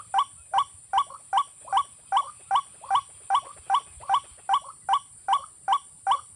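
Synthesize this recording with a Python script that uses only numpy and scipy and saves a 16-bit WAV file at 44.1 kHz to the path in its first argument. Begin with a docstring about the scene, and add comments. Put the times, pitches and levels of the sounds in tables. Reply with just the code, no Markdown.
"""A watercock repeats one short note, 2.5 times a second, in a wooded marsh: its syrinx starts low
and raspy, then breaks upward into a reedy tone that the windpipe colours. A second bird answers
farther off; faint rough clucks and scratchy chatter build up and die away. Insects drone high
above still air, with thin distant whistles and soft low thumps. The trees return a short echo."""
import sys
import numpy as np
from scipy import signal
from scipy.fft import rfft, irfft
from scipy.io import wavfile
from scipy.ndimage import uniform_filter1d

SR = 44100
rng = np.random.default_rng(int(sys.argv[2]) if len(sys.argv) > 2 else 0)


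def digitize_waveform(pressure):
    """Quantize a signal to 16-bit integers and store it at the path in sys.argv[1].

    Rows of a 2-D input are taken as channels; values are limited to [-1, 1].
    """
    field = np.atleast_2d(pressure).T
    bounded = np.clip(field, -1, 1)
    quanta = np.round(bounded * 32767).astype(np.int16)
    wavfile.write(sys.argv[1], SR, quanta)


N = 280035
TIME_S = np.arange(N) / SR

# noise spectra: f/Hz, relative level/dB
AIR_SPECTRUM = [(20, -30), (45, -7), (75, 4.5), (140, -1), (220, -13), (450, -17.5), (800, -17.5),
                (1500, -22.5), (4000, -26), (4700, -29.5), (5100, -28.5), (7000, -32), (12000, -32),
                (15000, -41)]
INSECT_SPECTRUM = [(6500, -50), (7050, -28), (7550, -8), (7900, -9.5), (8350, -13.5), (8800, -6), (9150, 1),
                   (9500, -3.5), (10000, -15), (10400, -27), (10900, -26.5), (11700, -48), (13000, -66.5)]
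CHATTER_SPECTRUM = [(400, -18.5), (1200, 2), (1700, -8.5), (2200, -4.5), (2550, 4.5), (2850, -6),
                    (3200, 3.5), (4100, -8.5), (4800, -5.5), (5600, -20.5), (7500, -27.5)]
CLUCK_SPECTRUM = [(200, -9), (420, 13.5), (800, -3), (1400, 3), (2400, -1.5), (3500, -18.5), (5200, -23.5),
                  (7000, -43.5)]
# far cricket trills: f/Hz, width/Hz, level/dB
CRICKET_BANDS = [(4726, 680, -83.5), (4600, 330, -82.5)]
# far bird's calls: t/s, level/dB
ANSWERS = [(-.088, -37.5), (.512, -36.5), (1.064, -40), (1.645, -36), (2.2, -36), (2.808, -37.5),
           (3.414, -38), (3.999, -38), (4.611, -37), (5.347, -39), (6.1, -35.5)]
# their reedy overtones: multiple, level/dB
ANSWER_OVERTONES = [(2, -35), (3, -35.5), (4, -26), (5, -32)]
# chatter bouts: full at t/s, hold/s, level/dB, build-up/(dB/s)
CHATTER_BOUTS = [(.1, 0.07, -65, 37), (1.669, .06, -66.5, 70), (2.9, 1.4, -61, 7.5)]
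# near bird's runs, each restarting just ahead of the beat: t/s
RUN_STARTS_S = [.139, 2.5081, 6.0663]
# near bird's overtones: multiple, level/dB
EVEN_OVERTONES = [(2, -24.5), (4, -46.5), (6, -47.5), (8, -42.5)]  # throughout
LOW_OVERTONES = [(1.5, -26), (2, -37.5), (2.5, -27), (3, -39), (7, -47), (7.5, -42)]  # period-doubled opening
REED_OVERTONES = [(3, -13.5), (5, -41), (7, -33), (9, -31)]  # after the break
# windpipe response on the overtones: f/Hz, gain/dB
WINDPIPE_GAIN = [(1600, 2), (1880, -7), (2130, -7.5), (2280, -2), (2950, 0), (3450, 0), (3900, 11),
                 (4250, -3.5), (4750, -4), (5100, 9), (5400, 1), (5750, 3.5), (6500, -7.5), (7500, 2.5),
                 (8600, -3.5), (10000, 3)]
# broad low hiss under each note (first row), then bands of rasp: f/Hz, width/Hz, level/dB
NOTE_NOISE_BANDS = [(567, 800, -55), (1079, 190, -43), (1420, 670, -55.5), (2240, 160, -67.5),
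                    (5700, 200, -64.5)]
# distant birds: t/s, length/s, start f/Hz, end f/Hz, level/dB
WHISTLES = [(0.338, 0.16, 2660, 2410, -63.5), (0.351, 0.089, 1263, 1450, -59.5),
            (2.39, 0.1, 2500, 2530, -66), (2.449, 0.088, 1286, 1400, -60), (3.84, 0.095, 2430, 2590, -57.5),
            (4.805, 0.062, 2025, 1930, -64.5)]
# low thumps: t/s, level/dB, f/Hz
THUMPS = [(0.394, -47, 70.5), (0.74, -48, 86), (0.966, -44, 68), (3.588, -44.5, 68.7), (3.9, -49, 79.4),
          (3.966, -39.5, 63.5), (4.31, -46, 60)]
# rising clucks: t/s, level/dB
CLUCKS = [(1.193, -58.5), (1.468, -59), (1.61, -55.5), (1.841, -54.5), (1.985, -58.5), (2.394, -55.5),
          (2.653, -61.5), (2.738, -56.5), (3.088, -56), (3.2, -58), (3.445, -50), (3.562, -49.5),
          (3.66, -54.5), (3.794, -53.5), (3.861, -55), (4.002, -50.5), (4.236, -52.5), (4.377, -50.5)]
# nearest trunks: delay/s, gain/dB
TRUNK_ECHOES = [(0.02, -25), (0.031, -35), (.0475, -30)]
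# scatter from the wood: f/Hz, gain/dB
TAIL_GAIN = [(500, -28), (800, -46), (1150, -38), (2200, -22.5), (2900, -21), (3350, -16.5), (4200, -15),
             (5200, -14), (5720, -8), (6200, -15), (9000, -18.5)]
# its decay: f/Hz, T60/s
TAIL_T60 = [(500, 0.31), (1100, 0.64), (3300, 0.26), (6000, 0.41), (10000, .25)]


def amp(db):
    """Decibels to gain."""
    return 10 ** (np.asarray(db) / 20)


def unit_rms(x):
    """Scale to rms 1."""
    return x / np.sqrt(np.mean(x ** 2) + 1e-20)


def lookup(points, hz):
    """Interpolate on a log-frequency axis."""
    f, value = np.transpose(points)
    return np.interp(np.log(hz + 1), np.log(f + 1), value)


def add(mix, at_s, sound):
    """Mix a sound in at at_s."""
    start = round(at_s * SR)
    sound = sound[max(-start, 0):]
    part = mix[max(start, 0):][:len(sound)]
    part += sound[:len(part)]


def step(t, at_s, width_s):
    """Smooth step, 0 to 1."""
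    return .5 + .5 * np.tanh((t - at_s) / (2 * width_s))


def bump(t, at_s, width_s):
    """Bell of height 1."""
    return np.exp(-((t - at_s) / width_s) ** 2)


def held(t, attack_s, release_s):
    """Rounded attack, hold, release."""
    ramp = np.minimum(t / attack_s, (t[-1] - t) / release_s)
    return np.sin(np.pi / 2 * np.clip(ramp, 0, 1)) ** 2


def wander(size, hz):
    """Smooth random drift, rms about 1, rolled off above hz."""
    span = max(size, SR // 4)
    lowpass = np.exp(-(np.fft.rfftfreq(span, 1 / SR) / hz) ** 2)
    return unit_rms(irfft(rfft(rng.standard_normal(span)) * lowpass, span))[:size]


def noise(spectrum, size):
    """Shaped noise, rms about 1."""
    span = max(size, SR // 4)
    gain = amp(lookup(spectrum, np.fft.rfftfreq(span, 1 / SR)))
    return unit_rms(irfft(rfft(rng.standard_normal(span)) * gain, span))[:size]


def patchy(spectrum, depth_db, patch_hz, patch_s):
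    """Noise of rms 1; its level drifts in time-frequency patches."""
    hz, t, bins = signal.stft(rng.standard_normal(N), SR, nperseg=1024, noverlap=768)
    field = uniform_filter1d(rng.standard_normal(bins.shape), max(round(patch_hz / hz[1]), 1), 0)
    field = unit_rms(uniform_filter1d(field, max(round(patch_s / t[1]), 1), 1))
    bins *= amp(lookup(spectrum, hz)[:, None] + depth_db * field)
    return unit_rms(signal.istft(bins, SR, nperseg=1024, noverlap=768)[1][:N])


def bandpass(x, hz, width_hz):
    """Two-pole band-pass applied twice, scaled to rms 1."""
    b, a = signal.iirpeak(hz, hz / width_hz, SR)
    return unit_rms(signal.lfilter(b, a, signal.lfilter(b, a, x)))


def still_air(level_db=-61):
    """Faint, bass-heavy hush of the marsh."""
    return amp(level_db) * patchy(AIR_SPECTRUM, depth_db=3.9, patch_hz=200, patch_s=.034)


def insects(drone_db=-50, throb_db=1, trill_db=3):
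    """Many insects merge into one high drone; cricket trills come and go below it."""
    gain = amp(drone_db + throb_db * wander(N, 20))
    drone = gain * patchy(INSECT_SPECTRUM, depth_db=1, patch_hz=260, patch_s=.07)
    trills = sum(amp(db + trill_db * wander(N, 5)) * bandpass(rng.standard_normal(N), hz, width_hz)
                 for hz, width_hz, db in CRICKET_BANDS)
    return drone + trills


def far_bird(low_hz=598.8, top_hz=1119, catch_hz=98, flick_hz=123,
             flutter=.024, shimmer_db=3.5, hoarse_db=-12, half_pitch_db=-4.5):
    """Hoarse answers: soft start, rise to a reedy hold, brief catch, upward flick."""
    out, t = np.zeros(N), np.arange(0, .1077, 1 / SR)
    rise = step(t, .03, .006)
    doubling = bump(t, .054, .011)  # period doubles: the tone dips, a half-pitch line enters
    catch = bump(t, .071, .0036)
    hz = low_hz + (top_hz - low_hz) * rise - catch_hz * catch + flick_hz * step(t, .091, .0022)
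    effort_db = -12.5 * (1 - rise) - 10 * catch - 6 * doubling
    effort = held(t, attack_s=.006, release_s=.014) * amp(effort_db)
    reedy = np.clip((hz - 1020) / 60, 0, 1) * np.clip((1200 - hz) / 50, 0, 1)
    for at_s, db in ANSWERS:
        phase = 2 * np.pi * np.cumsum(hz * (1 + flutter * wander(len(t), 110))) / SR
        tone = np.sin(phase) + amp(half_pitch_db) * doubling * np.sin(phase / 2)
        tone += reedy * sum(amp(line_db) * np.sin(k * phase) for k, line_db in ANSWER_OVERTONES)
        tone += amp(hoarse_db) * wander(len(t), 280) * np.cos(phase)
        add(out, at_s, effort * amp(db + shimmer_db * wander(len(t), 120)) * tone)
    return out


def chatter(fall_db_per_s=47, spurt_db=2.2):
    """Faint scratchy clamour: swells in bouts, comes in quick spurts."""
    power = np.zeros(N)
    for full_s, hold_s, db, build_db_per_s in CHATTER_BOUTS:
        before_s = np.maximum(full_s - TIME_S, 0)
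        after_s = np.maximum(TIME_S - full_s - hold_s, 0)
        power += amp(db - build_db_per_s * before_s - fall_db_per_s * after_s) ** 2
    spurts = amp(spurt_db * wander(N, 22))
    return np.sqrt(power) * spurts * patchy(CHATTER_SPECTRUM, depth_db=3.8, patch_hz=220, patch_s=.07)


def watercock_note(low_hz=782.4, mid_hz=954.1, top_hz=1143, break_hz=880, sag_hz_per_s=4200,
                   tone_db=-20.5, grow_db=2.5, swell_db=5.5, bright_db=3, shimmer_db=1.36,
                   flutter=.018, flutter_hz=380, noise_fall_db_per_s=35.5,
                   pop_db=-27, pop_hz=1460, pop_s=.0042, body_hz=480):
    """The fluttering syrinx opens low and raspy, breaks up in two steps, turns reedy, then sags."""
    t = np.arange(0, .096, 1 / SR)
    first_step, second_step = step(t, .0432, .0013), step(t, .054, .0024)
    hz = low_hz + (mid_hz - low_hz) * first_step + (top_hz - mid_hz) * second_step
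    hz -= sag_hz_per_s * np.maximum(t - .0748, 0)
    phase = 2 * np.pi * np.cumsum(hz) / SR + flutter * hz / flutter_hz * wander(len(t), flutter_hz)
    effort = held(t, attack_s=.003, release_s=.017) * amp(grow_db * step(t, .022, .0028))
    swell = amp(swell_db * bump(t, .0492, .0044))
    reedy = amp(-26) + amp(2.5) * step(t, .04755, .0002) * bump(t, .055, .014)
    low = np.clip((break_hz - hz) / 60 + .5, 0, 1)

    def overtones(rows):
        """Flickering overtones, lifted or swallowed by the windpipe as they sweep."""
        lines = np.zeros(len(t))
        for k, db in rows:
            flicker_db = shimmer_db * (k - 5.5) * wander(len(t), 87)
            lines += amp(db + lookup(WINDPIPE_GAIN, k * hz) + flicker_db) * np.sin(k * phase)
        return lines

    tone = swell * np.sin(phase) + amp(bright_db * second_step) * overtones(EVEN_OVERTONES)
    tone += reedy * overtones(REED_OVERTONES) + low * overtones(LOW_OVERTONES)
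    pulsed_noise = rng.standard_normal(len(t)) * (1 + np.cos(phase))
    hiss_and_rasp = sum(amp(db) * bandpass(pulsed_noise, band_hz, width_hz)
                        for band_hz, width_hz, db in NOTE_NOISE_BANDS)
    # the sudden opening knocks the throat
    age = t / pop_s
    pop = amp(pop_db) * age ** 2 * np.exp(1 - age ** 2) * np.sin(2 * np.pi * pop_hz * t)
    # a small body radiates no bass
    body = signal.butter(3, body_hz, "highpass", fs=SR, output="sos")
    voice = signal.sosfilt(body, amp(tone_db) * effort * tone + pop)
    return voice + effort * swell * amp(-.5 - noise_fall_db_per_s * t) * hiss_and_rasp


def watercock(beat_s=.39637):
    """Near bird: the same note on every beat."""
    out, note = np.zeros(N), watercock_note()
    for start_s, end_s in zip(RUN_STARTS_S, RUN_STARTS_S[1:] + [N / SR]):
        for at_s in np.arange(start_s, end_s - beat_s / 2, beat_s):
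            add(out, at_s, note)
    return out


def whistles(waver=.0097):
    """Soft wavering glides from birds deep in the wood."""
    out = np.zeros(N)
    for at_s, length_s, start_hz, end_hz, db in WHISTLES:
        size = round(length_s * SR)
        hz = np.linspace(start_hz, end_hz, size) * (1 + waver * wander(size, 120))
        add(out, at_s, amp(db) * np.hanning(size) * np.sin(2 * np.pi * np.cumsum(hz) / SR))
    return out


def thumps(rise_s=.0071):
    """Dull bumps of two or three cycles."""
    out, t = np.zeros(N), np.arange(SR // 6) / SR
    envelope = t / rise_s * np.exp(1 - t / rise_s)
    for at_s, db, hz in THUMPS:
        add(out, at_s, -amp(db) * envelope * np.sin(2 * np.pi * hz * t))
    return out


def clucks(start_hz=470, rise_hz=500, length_s=.032, third_db=-13,
           calm_db=-7, excited_db=-3, excited_at_s=2.2):
    """Quick upward sweeps in rasp, rougher after excited_at_s."""
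    out = np.zeros(N)
    progress = np.arange(0, 1, 1 / (length_s * SR))
    swell = np.minimum(progress / .1, 1) * np.sqrt(1 - progress)
    for at_s, db in CLUCKS:
        hz = (start_hz + rise_hz * progress) * (1 + .025 * wander(len(progress), 200))
        phase = 2 * np.pi * np.cumsum(hz) / SR
        tone = np.sin(phase) + amp(third_db) * np.sin(3 * phase)
        rasp_db = calm_db + (excited_db - calm_db) * step(at_s, excited_at_s, .1)
        rasp = amp(rasp_db) * np.sin(np.pi * progress) * noise(CLUCK_SPECTRUM, len(progress))
        add(out, at_s, amp(db) * (swell * tone + rasp))
    return out


def tree_echo(x, build_s=.045, stir_hz=.3):
    """Near trunks reflect singly; the wood behind scatters a tail."""
    out, t = np.zeros(N), np.arange(SR // 2) / SR
    onset = np.interp(t, [0, .03, build_s], [.35, .6, 1])
    # stirring leaves shift the scatter: three tails crossfade
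    for turn in np.arange(3) / 3:
        hz, age_s, bins = signal.stft(rng.standard_normal(len(t)), SR, nperseg=256)
        t60_s = lookup(TAIL_T60, hz)[:, None]
        decay_db = 60 * np.maximum(age_s - build_s, 0) / t60_s
        energy_norm = np.sqrt(2 * np.log(1000) / (t60_s * SR))
        bins *= amp(lookup(TAIL_GAIN, hz)[:, None] - decay_db) * energy_norm
        tail = signal.istft(bins, SR, nperseg=256)[1][:len(t)] * onset
        share = np.sqrt(2 / 3) * np.cos(2 * np.pi * (stir_hz * TIME_S + turn))
        out += signal.fftconvolve(x * share, tail)[:N]
    for delay_s, db in TRUNK_ECHOES:
        add(out, delay_s, amp(db) * x)
    return out


def scene(far_wet_db=9):
    """Birds among trees, over insects and still air; mono."""
    near = watercock()
    far = far_bird() + clucks() + whistles()
    air = still_air()
    echo = tree_echo(near + amp(far_wet_db) * far)
    return (near + far + echo + chatter() + thumps() + insects() + air)[None]


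def record(dry, bass_hz=42, edge_hz=15000):
    """Microphone bass roll-off, then a steep band limit."""
    highpass = signal.butter(2, bass_hz, "highpass", fs=SR, output="sos")
    lowpass = signal.firwin(511, edge_hz, window=("kaiser", 9), fs=SR)
    return signal.oaconvolve(signal.sosfilt(highpass, dry), lowpass[None], "same")


dry = scene()
out = record(dry)
digitize_waveform(out)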